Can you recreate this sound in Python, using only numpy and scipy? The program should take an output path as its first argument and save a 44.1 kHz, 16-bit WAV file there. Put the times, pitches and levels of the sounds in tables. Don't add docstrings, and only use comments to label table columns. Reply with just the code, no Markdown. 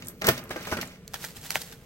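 import sys
import numpy as np
from scipy import signal
from scipy.fft import rfft, irfft, next_fast_len
from scipy.io import wavfile

SR = 44100
rng = np.random.default_rng(int(sys.argv[2]) if len(sys.argv) > 2 else 0)


def to_wav(s):
    ch = np.atleast_2d(s).T
    pcm = np.round(np.clip(ch, -1, 1) * 32767)
    wavfile.write(sys.argv[1], SR, pcm.astype(np.int16))


N = 81585


def sheet():
    # [t/s, body level/dB, crisp level/dB, decay/s]
    crackles = [(1.0786, -75, -25.5, 0.0007), (1.136, -34, -35.5, 0.0023), (1.1410, -26, -32.5, 0.0047),
                (1.150, -38, -64, 0.012), (1.2415, -27, -44, 0.0018), (1.2475, -29.5, -26.5, 0.0025),
                (1.505, -25, -16, 0.0019), (1.556, -54, -14.5, 0.00056), (1.5625, -27, -49, 0.0082),
                (1.6155, -63, -31.5, 0.0071), (1.722, -42.5, -44.5, 0.01)]
    # [t/s, level/dB, start f/Hz, end f/Hz, life/s]
    snaps = [(1.143, -32, 2350, 590, 0.0011), (1.5565, -10, 3040, 1150, 0.00055),
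             (1.5572, -15.5, 880, 600, 0.0011)]
    # [t/s, level/dB]
    slide = [(1.06, -77), (1.12, -59.5), (1.19, -50), (1.24, -40.5), (1.345, -56.5), (1.37, -44),
             (1.405, -55.5), (1.455, -41.5), (1.49, -49), (1.515, -36), (1.538, -46.5), (1.555, -32.5),
             (1.585, -47), (1.61, -42.5), (1.645, -48.5), (1.72, -52.5), (1.79, -64)]
    # [f/Hz, level/dB]
    body_colour = [(200, -15), (400, -22), (600, -4.5), (830, -3), (1080, -14.5), (1500, 1), (2400, -9.5),
                   (3500, -6.5), (7000, -18)]
    crisp_colour = [(800, -28), (1800, 6), (3000, 0.5), (5200, 10), (6200, 7.5), (7500, 2), (9000, 4.5),
                    (16000, 4.5)]
    rustle_colour = [(200, -1), (500, -2), (800, 3.5), (1080, -2), (1600, 3), (8000, -0.5), (16000, -2)]
    body = buckles(body_colour, per_s=7000, spread_db=5.5)
    crisp = buckles(crisp_colour, per_s=8200, spread_db=5.5)
    rustle = level(slide) * buckles(rustle_colour, per_s=11000, spread_db=5.5)
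    paper = creases(crackles, body, crisp) + pops(snaps) + rustle
    return in_bedroom(paper, left_lead_s=0, room_db=-15.5)


def packing():
    # [t/s, body level/dB, crisp level/dB, decay/s]
    crumples = [(.2135, -41, -36, 0.0064), (.2185, -26.5, -34, 0.0053), (.2415, -25, -28, 0.011),
                (.264, -28.5, -29, 0.0066), (.2685, -39, -23.5, 0.0088), (.278, -19, -32, 0.0053),
                (.2845, -12.5, -25, 0.0069), (.2885, -20, -20, 0.0037), (.3105, -35, -31, 0.0085),
                (.376, -37, -33.5, 0.0081), (.5045, -30, -35, 0.016), (.5595, -28, -48, 0.0072),
                (.669, -31, -35.5, 0.011), (.7125, -31, -32, 0.015), (.7218, -27.5, -39, 0.014),
                (.7685, -28, -36, 0.0068), (.786, -27.5, -47, 0.0056), (.8118, -44, -28.5, 0.0085),
                (.828, -28.5, -55, 0.0039)]
    # [t/s, level/dB, f/Hz]
    ticks = [(0.023, -32, 2240), (0.048, -42, 9000), (0.0595, -40, 9000), (0.0704, -30, 9100),
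             (0.084, -23, 12200), (0.2692, -12, 11900), (0.285, -19, 12000), (0.2882, -12, 11700),
             (0.439, -36.5, 13000), (0.4933, -42, 6500), (0.8548, -39, 9000), (0.875, -39, 9150)]
    # [t/s, level/dB, start f/Hz, end f/Hz, life/s]
    flips = [(.2865, -32, 1100, 285, 0.0022), (.7232, -26, 1680, 302, 0.0033)]
    # [t/s, level/dB]
    body_curve = [(.1, -56), (.2, -70), (.235, -41.5), (.27, -38), (.3, -34), (.36, -44.5), (.48, -53),
                  (.53, -47), (.8, -45.5), (1.0, -63)]
    crisp_curve = [(0, -56.5), (.1, -62.5), (.17, -73), (.23, -56), (.35, -43.5), (.45, -69), (.52, -53.5),
                   (.69, -44.5), (.76, -51), (.85, -53.5), (.95, -57.5), (1.0, -70)]
    thud_curve = [(.05, -49), (.19, -54), (.295, -35), (.34, -42.5), (.47, -54.5), (.66, -50.5),
                  (.735, -52.5), (.83, -45), (.93, -58.5)]
    # [f/Hz, level/dB]
    body_colour = [(100, -11), (230, 0.5), (320, 2.5), (400, 1), (630, 3), (850, -4), (1270, -1.5),
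                   (1450, -3), (2100, -6), (2900, -11), (5000, -29.5)]
    crisp_colour = [(900, -20), (2000, 8.5), (4400, 2), (6000, 2.5), (7200, -5.5), (16000, -4.5)]
    thud_colour = [(25, -51), (55, -11), (100, 3), (250, 0), (340, -5.5), (600, -32)]
    body = lambda: buckles(body_colour, per_s=7000, spread_db=2.5)
    crisp = lambda: buckles(crisp_colour, per_s=24000, spread_db=2.5)
    paper = creases(crumples, body(), crisp()) + pops(flips) + flaps()
    paper += level(body_curve) * body() + level(crisp_curve) * crisp()
    paper += level(thud_curve) * unit(coloured(rng.standard_normal(N), thud_colour))
    tick_octaves = .67
    for start, db, hz in ticks:
        band = lambda f: 1 / (1 + (np.log2((f + 1) / hz) / tick_octaves) ** 2)
        tick = unit(filtered(rng.standard_normal(N), band))
        paper += burst(tick, start, db, decay_s=.0017)
    return in_bedroom(paper, left_lead_s=.00012, room_db=-5.5)


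def buckles(colour, per_s, spread_db):
    size = amp(spread_db * np.clip(rng.standard_normal(N), -2, 2))
    sign = rng.choice([-1, 1], N)
    buckling = rng.random(N) < per_s / SR
    return coloured(unit(size * sign * buckling), colour)


def creases(rows, body, crisp):
    return sum(burst(body, start, body_db, decay_s) + burst(crisp, start, crisp_db, decay_s)
               for start, body_db, crisp_db, decay_s in rows)


def burst(swarm, start, db, decay_s):
    t = since(start)
    envelope = (1 - np.exp(-t / (.2 * decay_s))) * np.exp(-t / decay_s)
    run = swarm * envelope
    return amp(db) * run * np.linalg.norm(envelope) / (np.linalg.norm(run) + 1e-12)


def pops(rows, lowcut_hz=510):
    out = np.zeros(N)
    for start, db, start_hz, end_hz, life_s in rows:
        t = since(start)
        hz = end_hz + (start_hz - end_hz) * np.exp(-t / life_s)
        phase = 2 * np.pi * np.cumsum(hz * (t > 0)) / SR
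        out += amp(db) * np.sin(phase) * np.exp(-(t / life_s) ** 2 / 2)
    return signal.sosfilt(signal.butter(2, lowcut_hz, 'high', fs=SR, output='sos'), out)


def flaps(rise_s=.0018, t60_s=.084):
    # [t/s, level/dB, pitch ratio]
    bends = [(.2885, -31.5, 1.08), (.506, -35.5, 1.02), (0.5619, -32.5, 0.96), (0.7227, -31, 0.9)]
    # [f/Hz, level/dB]
    modes = [(318, -0.5), (520, 2), (1250, -8.5), (1640, 1)]
    out = np.zeros(N)
    for start, db, ratio in bends:
        t = since(start)
        ring = sum(amp(mode_db) * np.sin(2 * np.pi * (ratio * hz * t + rng.random()))
                   for hz, mode_db in modes)
        out += amp(db - 60 * t / t60_s) * (1 - np.exp(-t / rise_s)) * ring
    return out


def bumps(rise_s=.0018, decay_s=.016):
    # [t/s, level/dB, f/Hz]
    knocks = [(0.242, -27.5, 168), (0.2887, -21.5, 126.6), (0.721, -28, 89), (.742, -35, 217),
              (1.026, -39.5, 154), (1.383, -39.5, 95), (1.56, -38, 138.5)]
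    out = np.zeros(N)
    for start, db, hz in knocks:
        t = since(start)
        out += amp(db) * np.sin(2 * np.pi * hz * t) * (1 - np.exp(-t / rise_s)) * np.exp(-t / decay_s)
    return out


def in_bedroom(paper, left_lead_s, room_db):
    room = room_tail(paper)
    beam_db, beam_corner_hz, beams_per_s = 2, 2020, 700
    beam = np.interp(np.arange(N) * beams_per_s / SR, np.arange(N), rng.standard_normal(N))
    treble = filtered(paper, lambda f: 1j * f / (f + beam_corner_hz))
    ports = np.array([[1], [-1]])
    beamed = paper + ports * amp(beam_db) * beam * treble
    direct = filtered(beamed, lambda f: np.exp(1j * np.pi * f * left_lead_s * ports))
    return direct + amp(room_db) * room


def room_tail(paper, predelay_s=.004):
    # [f/Hz, T60/s]
    t60 = [(150, 0.1), (1500, 0.082), (12000, 0.14)]
    hz, t, noise = signal.stft(rng.standard_normal((2, SR // 2)), SR, nperseg=256)
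    decay = amp(-60 * t / along(t60, hz)[:, None])
    coherence = np.sinc(hz / 1800)[:, None]
    angle = np.arccos(coherence) / 2
    mid, side = signal.istft(noise * decay * np.array([np.cos(angle), np.sin(angle)]), SR, nperseg=256)[1]
    tail = np.pad([mid + side, mid - side], ((0, 0), (int(predelay_s * SR), 0)))
    return signal.fftconvolve(paper[None], tail / np.linalg.norm(tail[0]), axes=1)[:, :N]


def room_hum(common_db=-53):
    # [f/Hz, level/dB]
    colour = [(25, -12.5), (60, -1.5), (110, -8.5), (165, 2), (340, -20.5), (460, -5), (750, -38.5),
              (3000, -33), (14000, -73)]
    common, left, right = [unit(coloured(rng.standard_normal(N), colour)) for _ in range(3)]
    return amp(common_db) * (common + amp(-13.5) * np.array([left, right]))


def amp(db):
    return 10 ** (np.asarray(db) / 20)


def unit(x):
    return x / np.sqrt(np.mean(x ** 2) + 1e-20)


def since(start):
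    return np.maximum(np.arange(N) / SR - start, 0)


def along(points, hz):
    f, values = np.transpose(points)
    return np.interp(np.log(hz + 1), np.log(f + 1), values)


def level(points):
    return amp(np.interp(np.arange(N) / SR, *np.transpose(points)))


def filtered(x, response):
    size = 2 * next_fast_len(N)
    return irfft(rfft(x, size) * response(np.fft.rfftfreq(size, 1 / SR)), size)[..., :N]


def coloured(x, spectrum, size=2048):
    gain = amp(along(spectrum, np.fft.rfftfreq(size, 1 / SR)))
    cepstrum = irfft(np.log(gain))
    cepstrum[1:size // 2] *= 2
    cepstrum[size // 2 + 1:] = 0
    ring = irfft(np.exp(rfft(cepstrum)))
    return signal.fftconvolve(x, ring / np.linalg.norm(ring))[:N]


def scene():
    return packing() + sheet() + bumps() + room_hum()


def record(dry, top_hz=15900):
    # [f/Hz, level/dB]
    response = [(9300, 1.5), (10500, -6.5), (11500, 2.5), (12300, 4.5), (14200, -5.5), (15100, -13.5),
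                (15800, 4)]
    # [f/Hz, level/dB]
    balance = [(1100, 0), (4000, 3), (12000, 0.5)]
    tilt = np.array([[-.5], [.5]])
    return filtered(dry, lambda hz: amp(along(response, hz) + tilt * along(balance, hz)) * (hz < top_hz))


dry = scene()
out = record(dry)
to_wav(out)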